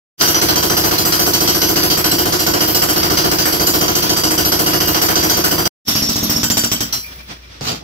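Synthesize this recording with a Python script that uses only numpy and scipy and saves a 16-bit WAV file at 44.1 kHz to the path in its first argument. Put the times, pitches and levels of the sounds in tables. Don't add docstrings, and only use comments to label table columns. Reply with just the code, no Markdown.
import sys
import numpy as np
from scipy import signal
from scipy.fft import rfft, irfft, next_fast_len
from scipy.io import wavfile
from scipy.ndimage import uniform_filter1d

SR = 44100
rng = np.random.default_rng(int(sys.argv[2]) if len(sys.argv) > 2 else 0)


def persist_wave(psi):
    counts = np.round(np.clip(psi, -1, 1) * 32767).astype(np.int16)
    wavfile.write(sys.argv[1], SR, np.atleast_2d(counts).T)


def linear_from_db(decibels):
    return 10 ** (np.asarray(decibels, float) / 20)


N = 345303
T = np.arange(N) / SR
CUT_S = 5.78

STEEL_HZ = [1500, 2150, 2370, 2870, 3140, 3690, 4150, 4725, 4822, 5495, 5700, 5970, 6500, 6990, 7170, 7975,
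            9430, 10250, 10420, 11480, 11700, 11880, 12550, 13040, 14535, 15500]
# level in dB in each of the four stages, free t60 in s.
SHAFT = [(-12, -32, -12, -30, 0.39), (-14.5, -27, -38, -25, 0.12), (-28, -10, -19, -23, 0.1),
         (-9, -17, -13, -11, 0.31), (-7.5, -10, -5.5, -10, 0.33), (-18, -16, -20, -25, .2),
         (-11.5, -21, -29, -2, 0.4), (-9, -18, -10.5, -11, 0.92), (-5.5, -9, -23, -25, 1),
         (-7.5, 7.5, -7.5, -1, 0.62), (-13.5, -10, -24, -18, 0.64), (-5, -12, -15, -3, 0.38),
         (-27.5, 4, -7, -22, 0.07)]
# level in dB in each of the four stages, free t60 in s.
BARREL = [(-28, -17, -16, -18, 0.32), (-9.5, -14, -6, -1.5, 0.41), (-8.5, -5, 1, -17, 0.23),
          (-9.5, -10, -19, -7, 0.24), (-18, -25, -29, -25, 0.49), (-29, -27.5, -35, -7.5, 2.8),
          (-4.5, 1.5, -22, -11, 0.95), (-10.5, -10, -31, -7, 0.25), (-8, -6, -17, -14, 0.51),
          (-19, -1, -7, -18, 0.23), (-20.5, -21, -28, -15, 0.47), (0, 2, 0, 5, 0.24),
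          (-26, -19, -26, -5, 4.0)]
# start in s, damping in dB per s, crushing held in ms,
# fall in dB in 10 ms, crack in dB.
STAGES = [
    (0, 72, 38.2, 5, 1),
    (5.78, 133, 19, 2.5, 7.5),
    (6.4, 118, 15.6, 9.5, 12),
    (6.9, 64, 48, 13, -2),
]


def rms_one(x):
    return x / np.sqrt(np.mean(x ** 2) + 1e-20)


def in_time(rows):
    s, *columns = np.transpose(rows)
    return [np.interp(T, s, c) for c in columns]


def drift(rate):
    r = np.exp(-2 * np.pi * rate / SR)
    return rms_one(signal.lfilter([1], [1, -2 * r, r * r], rng.standard_normal(N)))


def filtered(x, *curves):
    size = next_fast_len(N)
    log_hz = np.log(np.arange(size // 2 + 1) * SR / size + 1)
    gains = []
    for curve in curves:
        hz, db = np.transpose(curve)
        gains.append(linear_from_db(np.interp(log_hz, np.log(hz), db)))
    return irfft(rfft(x, size) * gains, size)[:, :N]


def noise(spectrum):
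    # frequency in Hz, side minus mid in dB.
    width = [(60, -3), (110, -13.5), (200, -24), (380, 1), (700, 3.5), (1290, 4.5), (2380, -0.5), (4400, 1),
             (8120, 1.5), (15000, -0.5)]
    coloured = filtered(rng.standard_normal((2, N)), spectrum, spectrum)
    mid, side = filtered(coloured, [(1, 0)], width)
    return rms_one(np.array([mid + side, mid - side]))


def band_pass(x, low_hz, high_hz):
    return signal.sosfilt(signal.butter(2, [low_hz, high_hz], "band", fs=SR, output="sos"), x)


def band(x, low_hz, high_hz):
    return rms_one(band_pass(x, low_hz, min(high_hz, 20000)))


def ring(clicks, hz, t60):
    r, w = linear_from_db(-60 / (t60 * SR)), 2 * np.pi * hz / SR
    return signal.lfilter([0, np.sin(w)], [1, -2 * r * np.cos(w), r * r], clicks + 1e-18)


def train(seconds, sizes):
    clicks = np.zeros(np.shape(sizes)[:-1] + (N,))
    clicks[..., np.round(np.asarray(seconds) * SR).astype(int)] = sizes
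    return clicks


def since_blow(s):
    last = np.clip(np.searchsorted(s, T) - 1, 0, None)
    return last, np.maximum(T - s[last], 0)


def after_blow(s, level_db, rise_ms, hold_ms, fall_db):
    last, age = since_blow(s)
    ms, hold = 1000 * age, hold_ms[last]
    fall = fall_db[last] * hold / 30 * np.logaddexp(0, 3 * (ms / hold - 1))
    room = linear_from_db(-16.5 - 80 * age)
    return linear_from_db(level_db[last]) * (linear_from_db(-fall) + room) * (1 - np.exp(-ms / rise_ms))


def far_blows():
    counted = [0, 1, 10, 20, 26, 35, 50, 67, 73, 77]
    lands_s = [0.2091, .2730, 0.9095, 1.6158, 2.0423, 2.675, 3.7376, 4.9447, 5.3672, 5.6532]
    # time in s, push in dB,
    # rebound in dB (every second blow bites, the one between skids).
    lean = [(.2, 4, 2.5), (.33, 2.5, 0.5), (.45, 2, -0.5), (.8, -0.5, .5), (1.2, 1, 0.5), (1.9, 0, 2),
            (2.2, -1, 0), (2.6, 0.5, 1.5), (3.1, 0.5, 0), (3.7, 0.5, 0), (4.3, 0, -1.5), (5.0, 0.5, .3),
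            (5.5, 0, 1.8), (5.66, -2, -3)]
    level_db, scatter_db = [-18.5, -21, -20, -25], [1.2, 1.43, 1.96, 1.03]
    push_share, rebound_share = [0.88, 0.72, 1.1, 0.14], [1.36, 0.48, 0.78, 0.17]
    jitter_ms = 0.596
    k = np.arange(counted[-1] + 1)
    luck = rng.standard_normal((len(k), 5))
    s = np.interp(k, counted, lands_s) + jitter_ms / 1000 * luck[:, 0].clip(-2, 2)
    at, push, rebound = np.transpose(lean)
    push = np.interp(s, at, push)
    rebound = np.interp(s, at, rebound) * (-1) ** k
    leaning = np.outer(push, push_share) + np.outer(rebound, rebound_share)
    return np.c_[s, level_db + leaning + scatter_db * luck[:, 1:]]


def chisel(s, ring_db, top_db, stage):
    last, age = since_blow(s)
    damping = np.array(STAGES)[stage, 1]
    shake = np.array([drift(64) for k in range(4)]) * np.sqrt(damping[last] / 100)
    out = np.zeros((2, N))
    for k, (hz, (*levels_db, t60)) in enumerate(zip(STEEL_HZ, SHAFT + BARREL)):
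        luck = rng.standard_normal((len(s), 6)).T
        seat = signal.lfilter([1], [1, -.6], luck[0])
        level_db = (top_db if hz > 6600 else ring_db) + np.array(levels_db)[stage] + 1.0
        level_db = level_db + np.sqrt(damping / 100) * (2.13 * seat + 2.25 * luck[1:3])
        pitch = hz + (5 + .0011 * hz) * luck[3]
        phase = 2 * np.pi * (pitch[last] * age + luck[4:, last]) + 0.83 * shake[k % 4]
        swell = 1 - np.exp(-age * (1500.0 if 4000 < hz < 6600 else 300.0))
        fall = 60 / t60 + damping[last] * (.45 if t60 > 2 else 1)
        out += linear_from_db(level_db[:, last] - fall * age + 3.8 * shake[k % 3 + 1]) * swell * np.sin(phase)
    return out


def crushing(s, ring_db, top_db, crush_db, thud_db, stage):
    # frequency in Hz, level in dB.
    far_colour = [(35, -41), (60, 4), (156, -16), (336, 9), (547, -12), (1500, -10), (2320, -16),
                  (3130, -16.5), (3700, -20.5), (4870, -14.5), (6300, -15.5), (8520, -28), (11000, -24),
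                  (11700, -16.5), (15600, -20.5)]
    # frequency in Hz, level in dB.
    near_colour = [(35, -46), (60, -16), (226, -5), (476, -22), (690, -17), (2110, -20.5), (3600, -20.5),
                   (5110, -19.5), (5480, -9.5), (8520, -36.5), (10800, -32.5), (11500, -23), (15600, -31.5)]
    stone = np.where(T < CUT_S, noise(far_colour), noise(near_colour)) * linear_from_db(1.5 * drift(480))
    hold_ms, fall_db, crack_db = np.array(STAGES)[stage, 2:].T
    last, age = since_blow(s)
    out = band(stone, 50, 468) * after_blow(s, thud_db - 3, 1.8, 0.93 * hold_ms, 0.35 * fall_db)
    crunch = after_blow(s, crush_db - 4.0, 0.63, hold_ms, fall_db)
    bright = after_blow(s, ring_db - 1.5, 0.72, 0.69 * hold_ms, 0.73 * fall_db)
    spray = after_blow(s, top_db - 1.5, 4.0, hold_ms, 0.78 * fall_db)
    for low_hz, high_hz, envelope in [(533, 2640, crunch), (2650, 6950, bright), (7030, 16820, spray)]:
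        edges = np.geomspace(low_hz, high_hz, 6)
        patches = 0
        for k, pair in enumerate(zip(edges, edges[1:])):
            luck = linear_from_db(1.53 * rng.standard_normal(len(s)))[last]
            patches = patches + (-1) ** k * luck * band_pass(stone, *pair)
        out = rms_one(patches) * envelope - out
    crack = band(stone, 750, 17000) * linear_from_db((ring_db + crack_db)[last] - 16000 * age)
    return out + crack


def thud(blows, booms, echoes, boom_db, knock_db, clutter_db):
    s, thud_db = np.transpose(blows)[[0, 4]]
    out = np.zeros((2, N))
    for hz, db, t60, ms in booms:
        out -= ring(train(s + ms / 1000, linear_from_db(thud_db + db + boom_db)), hz, t60)
    paths = 0
    for ms, left, right in echoes:
        level_db = thud_db + np.array([[left], [right]]) + 1.4 * rng.standard_normal(len(s))
        paths = paths + train(s + ms / 1000, linear_from_db(level_db))
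    knock = signal.lfilter([.2], [1, -.8], ring(paths, 522, 0.0036))
    age = np.arange(SR // 8) / SR
    clutter = noise([(200, -39), (500, 9), (750, 1), (1500, -3.5), (3000, -28)])[:, :len(age)]
    clutter = clutter * linear_from_db(-300 * age) * (1 - np.exp(-age / 0.005))
    clutter = signal.fftconvolve(train(s, linear_from_db(thud_db))[None], clutter, axes=1)[:, :N]
    return out - linear_from_db(knock_db) * knock + linear_from_db(clutter_db) * clutter


def hammer():
    # frequency in Hz, level in dB, t60 in s, arrival in ms.
    far_booms = [(71.8, -12, 0.44, 2.9), (98.4, -11, 0.25, 2.96), (153.7, -3.5, 0.34, 1.94),
                 (183.4, -8.5, 0.34, 4.9), (220, -6, 0.091, 2.03), (316, 1, 0.13, 26),
                 (355.4, -1, 0.16, 29.1), (403.3, -1, 0.082, 7.46), (588, -23.5, 0.15, 9.34),
                 (702.6, -6.5, 0.18, 13), (1015, -14.5, 0.34, 8.5)]
    # frequency in Hz, level in dB, t60 in s, arrival in ms.
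    near_booms = [(125, -3, 0.14, 1.6), (153, -13, 0.29, 2), (193.7, -3, 0.17, 2.2),
                  (231.4, 1.5, 0.18, 1.6), (293.5, -1.5, 0.19, 2.46)]
    # arrival in ms, left in dB, right in dB.
    far_echoes = [(-0.96, -17.5, 8.5), (9, 15, -64.5), (13, 6.5, -99), (16, -53.5, -5.5), (20, -1, 11.5),
                  (15.5, -32, 10), (26.5, 15, -14), (45.5, -20.5, -36.5), (36.0, 0, 6), (52, -27, -19.5),
                  (45.5, -5, 12), (50, -24, -5.5)]
    # arrival in ms, left in dB, right in dB.
    near_echoes = [(0.483, -4, 5), (7.96, -3, -0.5), (21.47, -24, 2), (29.75, -10, -1)]
    parts = []
    for blows in (far_blows(), near_blows()):
        earlier = np.subtract(blows[0], [0.079, 0.022, 0, 0.019, 0.0087])
        parts.append([earlier, *blows])
    far, near = parts
    s, ring_db, top_db, crush_db, thud_db = np.transpose(far + near)
    stage = np.searchsorted(np.array(STAGES)[:, 0], s) - 1
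    far_thuds = thud(far, far_booms, far_echoes, 3.2, 8.65, 7)
    near_thuds = thud(near, near_booms, near_echoes, 1.6, 10.5, -5)
    out = chisel(s, ring_db, top_db, stage) + crushing(s, ring_db, top_db, crush_db, thud_db, stage)
    return out + np.where(T < CUT_S, far_thuds, near_thuds) + squeak(s, stage)


def run_down():
    # time in s, air level in dB, gear whine level in dB.
    strokes = [
        (7.046, -44, -37),
        (7.125, -33.5, -55),
        (7.2, -34, -46),
        (7.31, -33, -45),
        (7.44, -37, -49),
    ]
    load_air_db, idle_air_db, release_s, spin_down_db_per_s = -32.5, -39.5, 6.97, 118
    whine_rise_s, whine_fall_db_per_s = .03, 258
    t = T[:, None]
    s, air_db, whine_db = np.transpose(strokes)
    width = 0.25 * np.gradient(s)
    steady = np.maximum(load_air_db - spin_down_db_per_s * np.maximum(T - release_s, 0), idle_air_db)
    puffs = linear_from_db(air_db) * np.exp(-.5 * ((t - s) / width) ** 2)
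    whine = linear_from_db(whine_db - whine_fall_db_per_s * np.maximum(t - s, 0))
    whine = whine * np.clip(1 + (t - s) / whine_rise_s, 0, 1) ** 2
    return np.maximum(linear_from_db(steady), puffs.max(axis=1)), whine.max(axis=1)


def motor():
    # frequency in Hz, level in dB.
    air_colour = [(47, -37.5), (87, 3), (300, -6), (520, -11.5), (850, -15.5), (2080, -12.5), (3320, -13.5),
                  (5900, -14.5), (6500, -24.5), (10700, -34.5), (16000, -33)]
    hum_hz, hum_db = 59.2, -39.5
    air, brush = run_down()
    whine = rms_one(ring(rng.standard_normal((2, N)), 2372, 0.061))
    gears = 0
    for hz, db in [(3370, -13.5), (5280, -17.0)]:
        gears = gears + linear_from_db(db) * rms_one(ring(rng.standard_normal((2, N)), hz, 0.042))
    hum = np.sqrt(2) * linear_from_db(hum_db) * np.sin(2 * np.pi * hum_hz * T)
    hum = hum * linear_from_db(2.0 * drift(6)) * (T > CUT_S)
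    return air * linear_from_db(2.7 * drift(8.2)) * (noise(air_colour) + gears) + brush * linear_from_db(7.0) * whine + hum


def near_blows():
    # time in s, bite in dB, thud in dB.
    blows = [(5.8813, 2, -0.5), (5.9512, 2, 1), (6.0199, -2, -0.5), (6.0897, -2, -0.5), (6.1573, -1.5, 0),
             (6.2274, -3.5, 0.5), (6.295, 1, 3), (6.3609, -4.5, 1.5), (6.4315, 6, 2), (6.5011, 6.5, 3),
             (6.5702, 8.5, 2.5), (6.6366, 3, 0), (6.7155, 4, -0.5), (6.8055, 1.5, -2), (6.9252, -1.5, -15)]
    level_db = [-16.5, -18.5, -18, -16]
    s, bite, thud_db = np.transpose(blows)
    return np.c_[s, level_db + np.c_[bite, 1.2 * bite, 1.1 * bite, thud_db]]


def squeak(s, stage):
    last, age = since_blow(s)
    age = age - .054
    level_db = np.array([-58, -27, -40, -45])[stage] + 2.0 * rng.standard_normal(len(s))
    phase = 2 * np.pi * (3620 * age - 14000 * age ** 2) + .5 * drift(150)
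    return linear_from_db(level_db[last]) * np.exp(-(age / 0.011) ** 2) * np.sin(phase)


def drag():
    # time in s, grit level in dB, rumble level in dB.
    strength = [
        (7.612, -28.5, -25.5),
        (7.658, -20, -26.5),
        (7.69, -13, -18.5),
        (7.718, -17, -21),
        (7.802, -39, -41.5),
        (7.83, -59, -33),
    ]
    # frequency in Hz, density in dB per Hz.
    grit_colour = [(530, -46), (900, -12), (979, 4), (1220, 8.5), (1510, 4), (4200, 8.5), (7230, 4.5),
                   (8450, -9), (11800, -6), (16000, -6)]
    # frequency in Hz, density in dB per Hz.
    rumble_colour = [(29, -70), (50, -26), (119, 13), (296, 8), (538, -0.5), (837, 1.5), (993, -15),
                     (1500, -25), (1950, -41), (3300, -120)]
    set_down_s, set_down_db = 7.6100, -12.5
    grit_db, rumble_db = in_time(strength)
    touching = T > set_down_s
    grains = (rng.random(N) < 900 / SR) * linear_from_db(1.7 * rng.exponential(1, N).clip(0, 4))
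    grit = noise(grit_colour) * (1 + 0.89 * signal.lfilter([1], [1, -.985], grains))
    modes = zip(STEEL_HZ, SHAFT + BARREL)
    steel = rms_one(sum(linear_from_db(mode[0]) * ring(grit, hz, 0.1) for hz, mode in modes))
    landing = train([set_down_s], linear_from_db([set_down_db]))
    slab = np.roll(landing, int(0.00258 * SR))
    knock = ring(slab, 130, .04) * linear_from_db(-5.0) + ring(slab, 410, 0.013) * linear_from_db(-4.5)
    tick = ring(landing, 5200, 0.0024) * linear_from_db(-0.5) + ring(landing, 1700, 0.0035) * linear_from_db(-10.0)
    scrape = linear_from_db(grit_db) * (0.66 * rms_one(grit) + 0.5 * steel)
    rumble = linear_from_db(rumble_db + 2.0 * drift(60)) * noise(rumble_colour)
    return touching * (scrape + rumble) + knock + tick


def scene():
    return hammer() + motor() + drag()


def gain_control(x, knee_db, squeeze, window_ms):
    power = uniform_filter1d(np.mean(x ** 2, axis=0), int(window_ms * SR / 1000))
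    level_db = 10 * np.log10(power.clip(1e-12))
    return x * linear_from_db(-np.clip(squeeze, 0, .9) * np.maximum(level_db - knee_db, 0))


def editing():
    # start of the fade in s, gain in dB.
    parts = [
        (0.1807, 3),
        (5.8525, -2),
    ]
    fade_in_s, fade_from_db, edge_db_per_s = 0.026, -33.5, 8000
    chop_s, tail_db, tail_s, tail_db_per_s = 5.678, -23.5, 0.015, 1500
    start, gain_db = np.array(parts)[(T > CUT_S).astype(int)].T
    age = T - start
    over = np.where(T > CUT_S, 0, T - chop_s)
    fade_db = fade_from_db * np.clip(1 - age / fade_in_s, 0, 1) + edge_db_per_s * np.minimum(age, 0)
    fall_db = tail_db - tail_db_per_s * over - edge_db_per_s * np.maximum(over - tail_s, 0)
    chop_db = np.where(over > 0, fall_db, 0)
    return linear_from_db(gain_db + fade_db + chop_db)


def low_pass(x):
    return signal.sosfilt(signal.butter(12, 16820, fs=SR, output="sos"), x)


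def record(dry):
    # frequency in Hz, left minus right in dB.
    ports = [(60, 1.5), (110, -1), (200, 1), (380, 0), (700, -0.5), (1290, -3.5), (2380, 2.5), (4400, -4.5),
             (8120, 2.5), (15000, 0.5)]
    x = filtered(dry, np.multiply(ports, [1, .5]), np.multiply(ports, [1, -.5]))
    x = gain_control(x * linear_from_db(2.0), knee_db=-17.5, squeeze=0.33, window_ms=6.1)
    x = 0.86 * np.tanh(x / 0.97)
    x = signal.sosfilt(signal.butter(2, 45, "high", fs=SR, output="sos"), x)
    x = signal.sosfilt(signal.ellip(10, .5, 60, 15700, fs=SR, output="sos"), x)
    return low_pass(x * editing())


dry = scene()
out = record(dry)
persist_wave(out)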